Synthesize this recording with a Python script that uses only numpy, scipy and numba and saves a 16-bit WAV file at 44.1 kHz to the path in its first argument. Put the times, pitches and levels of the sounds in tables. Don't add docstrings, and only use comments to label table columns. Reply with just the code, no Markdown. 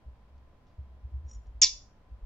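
import sys
import numpy as np
from scipy import signal
from scipy.fft import rfft, irfft, next_fast_len
from scipy.io import wavfile
from scipy.ndimage import uniform_filter1d, map_coordinates
from numba import njit

SR = 44100
rng = np.random.default_rng(int(sys.argv[2]) if len(sys.argv) > 2 else 0)


def file_out(sig):
    cols = np.atleast_2d(sig).T
    lim = np.clip(cols, -1, 1)
    pcm = np.round(lim * 32767).astype(np.int16)
    wavfile.write(sys.argv[1], SR, pcm)


N = 99269


def undb(db):
    return 10 ** (np.asarray(db) / 20)


def unit(x):
    return x / np.sqrt(np.mean(x ** 2) + 1e-20)


def times():
    return np.arange(N) / SR


def envelope(at, db):
    return undb(np.interp(times(), at, db, left=-200, right=-200))


def steady(x, size=220):
    power = np.abs(uniform_filter1d(x ** 2, size))
    return x / np.sqrt(power + 1e-12)


def colour(x, points):
    hz, db = np.array(points, float).T
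    size = 2 * next_fast_len(N)
    f = np.maximum(np.fft.rfftfreq(size, 1 / SR), 1)
    gain = undb(np.interp(np.log(f), np.log(hz), db))
    cepstrum = irfft(np.log(gain))
    cepstrum[1:size // 2] *= 2
    cepstrum[size // 2 + 1:] = 0
    response = np.exp(rfft(cepstrum))
    return irfft(rfft(x, size) * response)[:N]


@njit
def resonate(x, hz, width):
    y, band, low = np.empty(len(x)), 0., 0.
    for i in range(len(x)):
        g, damping = np.tan(np.pi * hz[i] / SR), width / hz[i]
        v = (band + g * (x[i] + 1e-18 - low)) / (1 + g * (g + damping))
        band = 2 * v - band
        low = low + 2 * g * v
        y[i] = damping * v
    return y


def ring(x, hz, width):
    return resonate(x, np.full(N, float(hz)), float(width)) / np.sqrt(width)


def walk(rate, count=8000):
    return map_coordinates(rng.standard_normal(count), [times() * rate], mode="wrap")


def clicks(rate, jitter, scatter_db, count=6000):
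    gap, size = rng.standard_normal((count, 2)).T
    at = (np.cumsum(np.exp(jitter * gap)) * SR / rate).astype(int)
    inside = at < N
    return np.bincount(at[inside], undb(scatter_db * size[inside]), N)


def burst(start, db, decay):
    age = times() - start
    fade = (age > 0) * np.exp(-np.abs(age) / decay)
    return undb(db) * fade * rng.standard_normal(N)


def stereo(mid, side):
    return np.array([mid + side, mid - side])


def room_tone():
    # frequency in Hz, relative density in dB per Hz.
    air_tint = [(20, 15.5), (60, 11), (110, 8.5), (155, 0), (220, 2), (380, -6), (540, -4), (900, -7.5),
                (1500, -15.5), (3200, -25), (5000, -30.5), (8000, -40), (15000, -44)]
    # frequency in Hz, level in dB.
    fan_tones = [(1014, -78), (3215, -95)]
    air_db, side_hz = -59, 1781
    mid, side = (colour(rng.standard_normal(N), air_tint) for _ in range(2))
    high_pass = signal.butter(1, side_hz, "high", fs=SR, output="sos")
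    wide = signal.sosfilt(high_pass, side)
    out = undb(air_db) * stereo(mid, wide + .15 * side) / np.std(mid)
    for hz, db in fan_tones:
        phase = 2 * np.pi * np.cumsum(hz * (1 + 0.0068 * walk(24))) / SR
        tone = np.sin(phase) * undb(1.5 * walk(20))
        out = out + undb(db) * unit(tone)
    return out


def thumps():
    # peak in seconds, pitch in Hz, level in dB, rise in s, decay in s.
    thump_rows = [(.078, 63, -40.5, 0.01334, 0.034965), (.23, 54.95, -55, 0.02664, 0.033),
                  (.375, 67, -51, 0.0656, 0.1181), (.795, 68, -36.5, 0.01083, 0.03942),
                  (.94, 64, -49, 0.04825, 0.07856), (1.055, 65, -35.5, 0.01837, 0.02325),
                  (1.156, 66, -32, 0.025216, 0.04027), (1.26, 67, -37.5, 0.019675, 0.03134),
                  (1.375, 54, -38.5, 0.03663, 0.03156), (1.495, 54, -40.5, 0.02612, 0.019784),
                  (1.565, 54, -40.5, 0.018457, .035), (1.615, 38, -42, 0.013, 0.0576),
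                  (1.745, 40, -48, .025, 0.02195), (1.82, 59.49, -57, .015, 0.043),
                  (2.135, 58, -40, 0.022504, 0.02812), (2.245, 42, -37.5, .022, 0.02317)]
    wander, overtone_db, side_db = 0.063, -17, -18.5
    out = 0
    for peak, hz, db, rise, decay in thump_rows:
        age = times() - peak
        swell = np.where(age < 0, np.exp(-(age / rise) ** 2), np.exp(-np.abs(age) / decay))
        phase = 2 * np.pi * np.cumsum(hz * (1 + wander * walk(40))) / SR
        tone = np.sin(phase) + undb(overtone_db) * np.sin(1.75 * phase)
        side = undb(side_db) * np.cos(phase)
        out = out + np.sqrt(2) * undb(db) * swell * stereo(tone, side)
    return out


def sip():
    # start in seconds, level in dB, decay in s.
    lip_ticks = [(.366, -83.5, .006), (.38, -74.5, .006), (0.667, -77.5, .06), (1.249, -84, .04),
                 (1.46, -76.5, .015)]
    # time in seconds, level in dB.
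    fizz_level = [(1.245, -93.5), (1.276, -77.5), (1.283, -65), (1.299, -60.5), (1.312, -58),
                  (1.325, -60.5), (1.333, -62.5), (1.338, -57.5), (1.363, -68), (1.376, -81), (1.398, -89),
                  (1.423, -79), (1.45, -90), (1.51, -94.5)]
    # start in seconds, level in dB.
    bubble_pops = [(1.3032, -53.5), (1.3115, -45.5), (1.3365, -52.5), (1.467, -61)]
    # frequency in Hz, width in Hz, relative level in dB.
    straw_modes = [(5310, 87, -11.5), (5731.6, 120, 0.5), (6680, 71, -10), (6983.3, 130, -6.5),
                   (7700, 60, -18.5)]
    # frequency in Hz, relative level in dB.
    wet_tint = [(800, -9), (2400, -2.5), (3600, 0), (6000, -3.5), (7500, -17)]
    fizz_per_s, scatter_db, body_db = 550, 0.5, -16.5
    pop_decay_s, straw_band_hz = .002, 220

    fizz = steady(clicks(fizz_per_s, 1.0, scatter_db) * rng.standard_normal(N))
    fizz = fizz * envelope(*np.array(fizz_level).T)
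    drive = fizz + sum(burst(start, db, pop_decay_s) for start, db in bubble_pops)
    tube = 0
    for hz, width, db in straw_modes:
        mode = ring(ring(drive, hz, straw_band_hz), hz, width)
        tube = tube + undb(db) * unit(mode)
    body = undb(body_db) * unit(colour(drive, wet_tint))
    lips = sum(burst(*row) for row in lip_ticks)
    wet_lips = np.std(lips) * unit(colour(lips, wet_tint))
    return np.std(drive) * (unit(tube) + body) + wet_lips


def squeak():
    # time in seconds, resonance of the straw in Hz, level in dB.
    slide = [(1.6155, 6890, -24.5), (1.6192, 6732, -15), (1.628, 5733, -16.5), (1.635, 5425, -15.5),
             (1.639, 5225, -20.5), (1.6455, 4792, -16.5), (1.6479, 4710, -33.5), (1.66, 4050, -31.5),
             (1.674, 3807, -35), (1.684, 3700, -54.5)]
    # frequency in Hz, relative level in dB.
    rasp_tint = [(300, -62), (800, -55), (1450, -48), (1950, -24), (2300, -12), (3600, -7), (4350, -14.5),
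                 (4850, 0.5), (6900, -2), (7300, -10), (8000, -11.5)]
    # frequency in Hz, relative level in dB, time to fall 60 dB in s,
    # left over right in dB.
    lid_modes = [(1003.1, -19.5, 0.20297, 3), (1210, -25.5, 0.063, 0.5), (1835.5, -20.5, .14, -21.5),
                 (2150, -15.5, 0.064, -15), (2317.8, -6, .08, -1.5), (2620, -10.5, .1, 1),
                 (2810, -11.5, .1, 1), (3500, -3.5, 0.19, 0), (4858, 0.5, 0.082, 0.5),
                 (5335, -1.5, 0.11, 1), (5740, 2, .1, 0.5), (5935, -8, .1, 0.5), (6450, -2.5, 0.083, -1.5),
                 (6950, -2, .1, -3)]
    slips_per_s, slip_jitter, slip_scatter_db, slip_decay_s = 522.31, 0.22, 5, .0009
    straw_width_hz, lid_band_hz = 1500.0, 350
    straw_db, sing_db, rasp_db, lid_db, side_db = -5, -2, -4, -9, -7.5
    wobble, wobble_per_s, flutter_db = .035, 1000, 2.5
    right_lag_s = .000018

    at, hz, db = np.array(slide).T
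    pitch, force = np.interp(times(), at, hz), envelope(at, db)
    slips = clicks(slips_per_s, slip_jitter, slip_scatter_db)
    straw = resonate(resonate(slips, pitch, straw_width_hz), pitch, straw_width_hz)
    straw = undb(straw_db) * steady(straw)

    unsteady_pitch = pitch * (1 + wobble * walk(wobble_per_s))
    phase = 2 * np.pi * np.cumsum(unsteady_pitch) / SR
    sing = undb(sing_db) * steady(np.sin(phase) * undb(flutter_db * walk(900)))

    grip = signal.lfilter([1], [1, -np.exp(-1 / (slip_decay_s * SR))], slips)
    rasp, side = (steady(colour(grip * rng.standard_normal(N), rasp_tint)) for _ in range(2))

    drive = force * steady(grip * rng.standard_normal(N))
    lid = 0
    for mode_hz, mode_db, t60, pan_db in lid_modes:
        width = np.log(1000) / np.pi / t60
        mode = unit(ring(ring(drive, mode_hz, lid_band_hz), mode_hz, width))
        lid = lid + mode * undb(mode_db + np.array([[pan_db], [-pan_db]]) / 2)
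    lid = unit(lid) * np.std(drive) * undb(lid_db)

    mid = straw + sing + undb(rasp_db) * rasp
    left, right = force * stereo(mid, undb(side_db) * side) + lid
    late_right = map_coordinates(right, [(times() - right_lag_s) * SR])
    return np.array([left, late_right])


def room(x):
    # frequency in Hz, level in dB.
    tail_tint = [(2400, 0), (4000, 1.5), (5600, 0), (7000, 0.5), (8000, -5)]
    t60_s, tail_db, gap_s, build_s = 0.30929, -13, 0.002, .007
    age = np.maximum(times()[:SR // 2] - gap_s, 0)
    fade = np.exp(-np.log(1000) * age / t60_s) * (1 - np.exp(-age / build_s))
    tails = rng.standard_normal((2, len(age))) * fade / np.sqrt(np.sum(fade ** 2))
    sent = colour(x.mean(axis=0), tail_tint)
    return x + undb(tail_db) * signal.fftconvolve(sent[None], tails, axes=1)[:, :N]


def scene():
    band_hz = 7600
    low_pass = signal.ellip(8, .3, 80, band_hz, fs=SR, output="sos")
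    near = signal.sosfilt(low_pass, room(squeak() + sip()))
    return near + thumps() + room_tone()


def record(dry):
    top_hz = 15700
    low_pass = signal.ellip(8, .2, 70, top_hz, fs=SR, output="sos")
    return signal.sosfilt(low_pass, dry)


dry = scene()
out = record(dry)
file_out(out)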